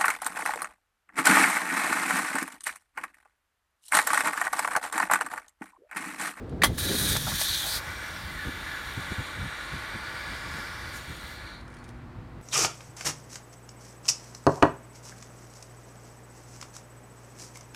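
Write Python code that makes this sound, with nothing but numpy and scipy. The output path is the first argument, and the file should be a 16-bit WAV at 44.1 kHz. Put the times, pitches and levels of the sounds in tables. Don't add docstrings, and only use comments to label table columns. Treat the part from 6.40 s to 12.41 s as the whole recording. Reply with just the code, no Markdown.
import sys
import numpy as np
from scipy import signal
from scipy.fft import rfft, irfft, next_fast_len
from scipy.io import wavfile
from scipy.ndimage import uniform_filter1d, map_coordinates

SR = 44100
rng = np.random.default_rng(int(sys.argv[2]) if len(sys.argv) > 2 else 0)


def unload_wav(signal):
    wavfile.write(
        sys.argv[1],
        SR,
        np.round(np.clip(np.atleast_2d(signal).T, -1, 1) * 32767).astype(np.int16),
    )


N = 265173
TIME = np.arange(N) / SR


def amp(db):
    return 10 ** (np.asarray(db) / 20)


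def unit(x):
    return x / np.sqrt(np.mean(x ** 2) + 1e-20)


def along(points, hz):
    pitches, levels = np.transpose(points)
    octave, known = np.log2(hz + 1), np.log2(pitches)
    beyond = np.maximum(known[0] - octave, 0) + np.maximum(octave - known[-1], 0)
    return np.interp(octave, known, levels) - 24 * beyond


def curves(rows):
    times, *columns = np.transpose(rows)
    return [np.interp(TIME, times, column) for column in columns]


def gate(start, end, rise, fall):
    return np.clip((TIME - start) / rise, 0, 1) * np.clip((end - TIME) / fall, 0, 1)


def swell(s, half):
    return np.exp(-.5 * ((TIME - s) / half) ** 2)


def after(s):
    return np.maximum(TIME - s, 0)


def wobble(rate):
    return map_coordinates(rng.standard_normal(int(N * rate / SR) + 4), [TIME * rate])


def filtered(x, response):
    size = next_fast_len(N + 8192)
    return irfft(rfft(x, size) * response(np.fft.rfftfreq(size, 1 / SR)), size)[:N]


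def peak(hz, centre_hz, width_hz, boost_db):
    return boost_db / (1 + (2 * (hz - centre_hz) / width_hz) ** 2)


def noise(tone, rings=(), grain=0):
    source = rng.standard_normal(N) * np.exp(grain * rng.standard_normal(N))
    return unit(filtered(source, lambda hz: amp(along(tone, hz) + sum(peak(hz, *r) for r in rings))))


def resonate(x, centre_hz, width_hz, boost_db):
    hz, times, bands = signal.stft(x, SR, nperseg=1024)
    controls = [np.interp(times, TIME, c + np.zeros(N)) for c in (centre_hz, width_hz, boost_db)]
    gain = amp(peak(hz[:, None], *controls))
    power = np.mean(np.abs(bands) ** 2, axis=1)
    gain /= np.sqrt(power @ gain ** 2 / power.sum())
    return unit(signal.istft(bands * gain, nperseg=1024)[1][:N])


def drifting(x, depth_db):
    bands = signal.stft(x, SR, nperseg=1024)[2]
    drift = uniform_filter1d(rng.standard_normal(bands.shape), size=4, axis=0)
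    drift = uniform_filter1d(drift, size=22, axis=1)
    return unit(signal.istft(bands * amp(depth_db * unit(drift)), nperseg=1024)[1][:N])


def bursts(rows, tone, rings=()):
    out = np.zeros(N)
    for start_s, level_db, fade_s, dull_hz in rows:
        age = after(start_s)
        puff = unit(filtered(noise(tone, rings), lambda hz: 1 / np.hypot(1, (hz / dull_hz) ** 2)))
        out += puff * amp(level_db - 60 * age / fade_s) * (1 - np.exp(-age / 0.00018))
    return out


# pitch_hz, level_db
AIR_TONE = [(30, -10.5), (55, 2), (95, -10.5), (200, -16), (340, -6.5), (420, -17.5), (600, -13.5),
            (1100, -13), (2000, -21), (3000, -30), (4200, -32.5), (6000, -40), (9500, -43), (10500, -52),
            (12000, -46.5), (15700, -54.5)]
# pitch_hz, level_db
ENGINE_NOTES = [(122.5, -50.5), (243, -53), (288, -62.5), (362, -62.5), (500, -67)]


def outdoors():
    hum = np.zeros(N)
    for hz, db in ENGINE_NOTES:
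        height = amp(db + 1.1 * wobble(6)) * np.sqrt(2)
        speed = 1 + 0.00705 * wobble(17)
        hum += height * np.sin(2 * np.pi * hz * np.cumsum(speed) / SR)
    return amp(-50) * noise(AIR_TONE) + hum * gate(5.0, 6.5, 0.59, .1)


# time_s, level_db, half_length_s
GUSTS = [(1.37, -41, 0.013), (1.494, -41.5, 0.021), (1.961, -41, 0.024), (2.08, -28, 0.014),
         (2.586, -33.5, 0.011), (2.722, -34, 0.0084), (2.801, -33.5, 0.014), (3.02, -35, 0.041),
         (3.346, -34, 0.017), (3.56, -37, 0.0087), (4.146, -38, 0.044), (4.613, -47.5, 0.054),
         (4.713, -39, 0.015), (5.654, -43.5, 0.035), (5.975, -40, 0.023)]
# pitch_hz, level_db
RUMBLE_TONE = [(15, -43), (25, -22), (45, -0.5), (65, 3), (120, -1), (300, -14), (430, -26), (500, -17),
               (650, -50), (1100, -120)]
THUMP_TONE = [(65, 0), (125, 1), (220, -2), (360, -6.5), (500, -17), (1000, -29)]
THUMP_DB, THUMP_HALF_S = -2, 0.0097


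def wind():
    breeze = amp(-47.5 + 3 * wobble(14))
    arm_air = amp(-36 + 3.3 * wobble(16)) * gate(-.01, 1.116, 0.035, 0.2)
    swirls = sum(amp(db) * swell(s, half) for s, db, half in GUSTS)
    thumps = sum(amp(db + THUMP_DB) * THUMP_HALF_S / half * swell(s, half) for s, db, half in GUSTS)
    rumble = noise(RUMBLE_TONE) * np.sqrt(breeze ** 2 + arm_air ** 2 + swirls ** 2)
    return rumble + thumps * noise(THUMP_TONE)


# peak_s, level_db, rise_s, fall_s
SLEEVE_SWEEPS = [(0.03, -36.5, 0.066, .05), (0.128, -32, 0.018, 0.035), (0.235, -30.5, 0.05, 0.092),
                 (0.502, -29, 0.056, 0.072), (0.6, -33, .05, 0.19)]
# pitch_hz, level_db
CLOTH_TONE = [(80, -10), (180, 6), (330, 2.5), (520, -1.5), (800, -14.5), (1500, -51), (4000, -35.5)]


def sleeve():
    power = sum(amp(db) ** 2 * np.exp(-2 * np.maximum((s - TIME) / rise, (TIME - s) / fall))
                for s, db, rise, fall in SLEEVE_SWEEPS)
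    rustle = noise(CLOTH_TONE) * amp(3.1 * wobble(45.64))
    return rustle * np.sqrt(power) * gate(-0.013, 0.97, 0.0078, 0.3)


# start_s, level_db, fade_s, dull_above_hz
KNOCKS = [(0.382, -30, 0.047, 9000), (0.753, -24, 0.016, 3000), (0.7633, -20.5, 0.023, 3000),
          (0.867, -29.5, 0.15, 900), (0.918, -29.5, 0.044, 1600), (1.014, -19, 0.015, 7200),
          (1.24, -41, 0.74, 900), (1.344, -27, 0.014, 6000)]
# pitch_hz, level_db
TRAY_TONE = [(150, -31), (400, -10), (650, 4), (1400, 3.5), (2500, -3), (5000, 2), (15000, -20)]


def tray_knocks():
    return bursts(KNOCKS, TRAY_TONE)


# start_s, peak_db
TICKS = [(0.095, -42), (5.21, -45.5), (5.279, -43), (5.302, -47), (5.345, -42), (5.367, -42), (5.387, -46),
         (5.441, -38), (5.448, -48), (5.481, -45), (5.49, -38)]
# pitch_hz, level_db
TICK_TONE = [(1200, -19), (3000, 0.5), (5500, -0.5), (7500, -5), (9400, -1.5), (12000, -17), (15500, -24.5)]


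def ticks():
    loudness = sum(amp(db - 11 - 60 * after(s) / 0.028) * (TIME >= s) for s, db in TICKS)
    return loudness * noise(TICK_TONE, grain=.4)


def embers():
    whistle_hz = 4380 * (1 + .012 * wobble(400))
    whistle = amp(-63.5) * np.sin(2 * np.pi * np.cumsum(whistle_hz) / SR) * swell(5.4, 0.018)
    crackle = amp(-65.5) * noise(TICK_TONE, grain=1.1) * gate(5.24, 5.65, 0.066, 0.29)
    return whistle + crackle


# time_s, half_length_s, jet_db, fizz_db
HISS_FLARES = [(0.393, 0.015, 2.5, 6), (0.45, 0.015, 1, 3.5), (0.61, 0.041, 0, 5), (0.715, 0.038, 2.5, 5.5),
               (0.769, 0.0027, 3.5, 7), (1.017, 0.017, 2, 7.5), (1.342, 0.04, 0, 2), (4.2, 0.074, 1, 2.5),
               (4.566, 0.02, 1.5, 7)]


def hiss_flares():
    return sum(np.outer([jet_db, fizz_db], swell(s, half)) for s, half, jet_db, fizz_db in HISS_FLARES)


# peak_s, pitch_hz, boost_db
HOOTS = [(1.99, 1840, 11.5), (2.341, 1640, 10)]
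HOOT_HALF_S, HOOT_FALL_HZ_PER_S, HOOT_WIDTH_HZ = 0.056, 2600, 160


def hooting(roar):
    for s, hz, db in HOOTS:
        boost_db = db * swell(s, HOOT_HALF_S)
        sliding_hz = hz - HOOT_FALL_HZ_PER_S * (TIME - s)
        roar = resonate(roar, sliding_hz, HOOT_WIDTH_HZ, boost_db) * amp(0.22 * boost_db)
    return roar


# time_s, roar_db
GAS_FLOW = [(1.42, -37.5), (1.6, -39), (1.85, -41.5), (2.05, -39.5), (3.0, -38.5), (3.85, -38.5),
            (4.42, -39.5), (4.64, -45), (5.05, -44.5), (5.25, -55.5)]
# time_s, change_db
SIZZLE_CHANGES = [(1.41, 6), (1.56, 1.5), (2.55, 0), (3.0, -4), (3.55, -3.5), (4.3, -3), (4.8, -1.5)]
# time_s, pitch_hz, boost_db
VENT_RING = [(1.4, 5550, 8), (1.7, 5900, 11), (2.0, 3950, 1.5), (3.1, 3730, 4.5), (3.4, 4500, 3),
             (3.75, 4840, 9), (4.35, 5220, 13.5), (4.7, 4430, 1.5), (5.2, 4220, 17)]
# pitch_hz, width_hz, boost_db
BOX_AIR_RINGS = [(883, 46, 1.5), (1157, 210, 0), (1500, 135, 1.5), (1697, 39, 2.5), (1910, 130, 3),
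                 (2440, 210, 1.5), (3535, 160, 3), (3860, 150, 3)]
HOLLOW_RINGS = [(1420, 170, 3), (1670, 63, 3)]
# pitch_hz, level_db
ROAR_TONE = [(150, -15), (400, -7.5), (750, -7.5), (1150, -1), (1320, -2.5), (1500, 1), (1800, -1.5),
             (2350, -1.5), (2580, -17), (3200, -21), (6000, -61)]
VENT_TONE = [(1800, -53), (2700, 2), (2950, -0.5), (3400, 3), (4000, 0), (4600, -2), (5100, -11),
             (5800, -9), (6500, -26), (9000, -47)]
SMOKE_FIZZ_TONE = [(4000, -13), (5600, 1.5), (6300, -1), (7000, 2), (7700, -4), (8400, 1), (9600, 0),
                   (10350, -8), (11100, -1.5), (11800, -6.5), (13000, -25)]
SIZZLE_TONE = [(10500, -25), (12000, -2), (12700, 0.5), (13500, -7), (14600, -3), (15700, -10)]
VENT_DB, SMOKE_FIZZ_DB, SIZZLE_DB = -44, -52.5, -60.5
VENT_PER_FLOW, FIZZ_PER_FLOW, FIZZ_PER_SIZZLE = 0.37, 0.25, 0.36
CLOGGED_DB, CLEAR_S, SAG_DB_PER_S = -2.5, 0.75, 0.81
FIZZ_OUT_S, FIZZ_OUT_DB_PER_S, SIZZLE_OUT_DB_PER_S = 4.93, 39, 74
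VENT_OUT_S, VENT_OUT_DB_PER_S = 5.17, 106


def smoke():
    roar_db, = curves(GAS_FLOW)
    change_db, = curves(SIZZLE_CHANGES)
    vent_hz, boost_db = curves(VENT_RING)
    jet_flare, fizz_flare = hiss_flares()
    flow_db = roar_db - roar_db.max()
    age, dying = after(PRIMER_END_S), after(FIZZ_OUT_S)
    opening_db = CLOGGED_DB * np.maximum(1 - age / CLEAR_S, 0) - SAG_DB_PER_S * age
    vent_db = VENT_DB + VENT_PER_FLOW * flow_db + opening_db - VENT_OUT_DB_PER_S * after(VENT_OUT_S)
    fizz_db = SMOKE_FIZZ_DB + FIZZ_PER_FLOW * flow_db + FIZZ_PER_SIZZLE * change_db
    fizz_db -= FIZZ_OUT_DB_PER_S * dying
    sizzle_db = SIZZLE_DB + change_db - SIZZLE_OUT_DB_PER_S * dying
    roar = hooting(noise(ROAR_TONE, BOX_AIR_RINGS + HOLLOW_RINGS)) * amp(roar_db + jet_flare)
    vent = resonate(noise(VENT_TONE, BOX_AIR_RINGS), vent_hz, vent_hz / 4.6, boost_db)
    vent *= amp(vent_db + jet_flare)
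    fizz = drifting(noise(SMOKE_FIZZ_TONE, grain=0.47), depth_db=2.2) * amp(fizz_db + fizz_flare)
    sizzle = drifting(noise(SIZZLE_TONE, grain=.5), depth_db=3.5) * amp(sizzle_db + fizz_flare)
    hiss = (vent + fizz + sizzle) * gate(1.36, 5.31, 0.02, 0.11)
    return (roar * gate(1.255, 5.71, 0.14, 0.29) + hiss) * amp(0.66 * wobble(18))


# time_s, jet_db
PRIMER_PRESSURE = [(0.38, -37.5), (0.47, -31.5), (0.73, -31), (0.79, -36), (0.94, -34), (1.13, -28.5),
                   (1.28, -33.5), (1.38, -31)]
# pitch_hz, level_db
JET_TONE = [(300, -19), (700, -15), (1300, -8.5), (1650, -1.5), (2100, -10.5), (2400, -8), (2700, -15),
            (3250, -4.5), (4400, -4.5), (5200, -10.5), (7000, -8.5), (9000, -46)]
PRIMER_FIZZ_TONE = [(3500, -34), (5000, -9), (5800, -5.5), (6900, -10.5), (7700, -5.5), (8400, -0.5),
                    (9400, 0.5), (10400, -5), (11200, -0.5), (13000, -4), (14500, -4), (15700, -9)]
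# time_s, pitch_hz, width_hz, boost_db
HOLE_RING = [(.37, 3720, 450, 6), (.55, 4080, 480, 7), (.82, 3500, 500, 6), (0.95, 3740, 1210, 1),
             (1.13, 4000, 1620, 12), (1.24, 3280, 600, 5), (1.31, 4770, 1810, 11.5)]
# time_s, pitch_hz, boost_db
HOLE_UPPER_RING = [(.45, 9300, 0.5), (.68, 9700, 5), (.74, 5500, 5), (1.0, 5800, 3), (1.18, 6000, 11),
                   (1.25, 9250, -10), (1.32, 11600, 4)]
PRIMER_START_S, PRIMER_END_S, UPPER_WIDTH_HZ = 0.374, 1.405, 1300
PRIMER_FIZZ_DB, FIZZ_PER_JET = -36.5, 0.41


def primer():
    jet_db, = curves(PRIMER_PRESSURE)
    upper_hz, upper_db = curves(HOLE_UPPER_RING)
    jet_flare, fizz_flare = hiss_flares()
    sputter = amp(0.84 * wobble(70))
    burning = gate(PRIMER_START_S, PRIMER_END_S, rise=0.0089, fall=0.042)
    smoulder = amp(-45) * gate(0.28, 0.39, 0.12, 0.01)
    fizz_db = PRIMER_FIZZ_DB + FIZZ_PER_JET * (jet_db - np.mean(PRIMER_PRESSURE, axis=0)[1])
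    jet = resonate(noise(JET_TONE, BOX_AIR_RINGS, grain=0.16), *curves(HOLE_RING))
    fizz = resonate(noise(PRIMER_FIZZ_TONE, grain=0.6), upper_hz, UPPER_WIDTH_HZ, upper_db)
    fizz = drifting(fizz, depth_db=1.5)
    hiss = jet * amp(jet_db + jet_flare) + fizz * amp(fizz_db + fizz_flare)
    return (hiss * burning + (jet + amp(-4) * fizz) * smoulder) * sputter


# start_s, level_db, fade_s, dull_above_hz
CORD_RIPS = [(0.2188, -12, 0.036, 2600), (0.2218, -18.5, 0.038, 6850)]
CHARGE_CRACKS = [(0.2348, -10, 0.028, 8000), (0.2382, -11.5, 0.027, 9000), (0.2412, -13, 0.085, 12000)]
# pitch_hz, level_db
STRIKER_TONE = [(200, -29.5), (900, -20), (1450, -21), (1730, 7), (2000, -1), (2400, -4.5), (3000, -29),
                (3900, -6), (5000, -16.5), (15000, -13.5)]
BOX_TONE = [(150, -18), (450, -12.5), (800, -4), (1300, -8), (2000, -5), (2650, -17), (3400, -8),
            (5200, -14.5), (7500, -15.5), (10000, -10), (13000, -13), (15700, -14)]
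# pitch_hz, width_hz, boost_db
BOX_RINGS = [(330, 72, 10), (840, 46, 4), (1164, 96, 8.5), (1700, 98, 3), (1960, 120, 6), (3250, 120, 14),
             (4110, 100, 9), (4420, 100, -1), (5950, 150, 10.5), (9700, 400, 2.5)]


def igniter():
    rip = bursts(CORD_RIPS, STRIKER_TONE)
    crack = bursts(CHARGE_CRACKS, BOX_TONE, BOX_RINGS)
    yard_echo = bursts([(0.245, -38.5, 0.37, 6000)], BOX_TONE)
    return rip + crack + yard_echo


# delay_s, gain
ECHOES = [(.00342, .13), (.00354, .14), (.0064, .08), (.0093, .08), (0.0141, .08), (0.0174, .08)]


def reflected(x):
    def response(hz):
        return 1 + sum(gain * np.exp(-2j * np.pi * hz * delay) for delay, gain in ECHOES)
    power = 1 + sum(gain ** 2 for _, gain in ECHOES)
    return filtered(x, response) / np.sqrt(power)


def scene():
    firestarter = igniter() + primer() + smoke() + embers() + ticks() + tray_knocks()
    return (reflected(firestarter) + wind() + sleeve() + outdoors())[None]


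def record(dry):
    return filtered(dry[0], lambda hz: hz < 15850)[None]


dry = scene()
out = record(dry)
unload_wav(out)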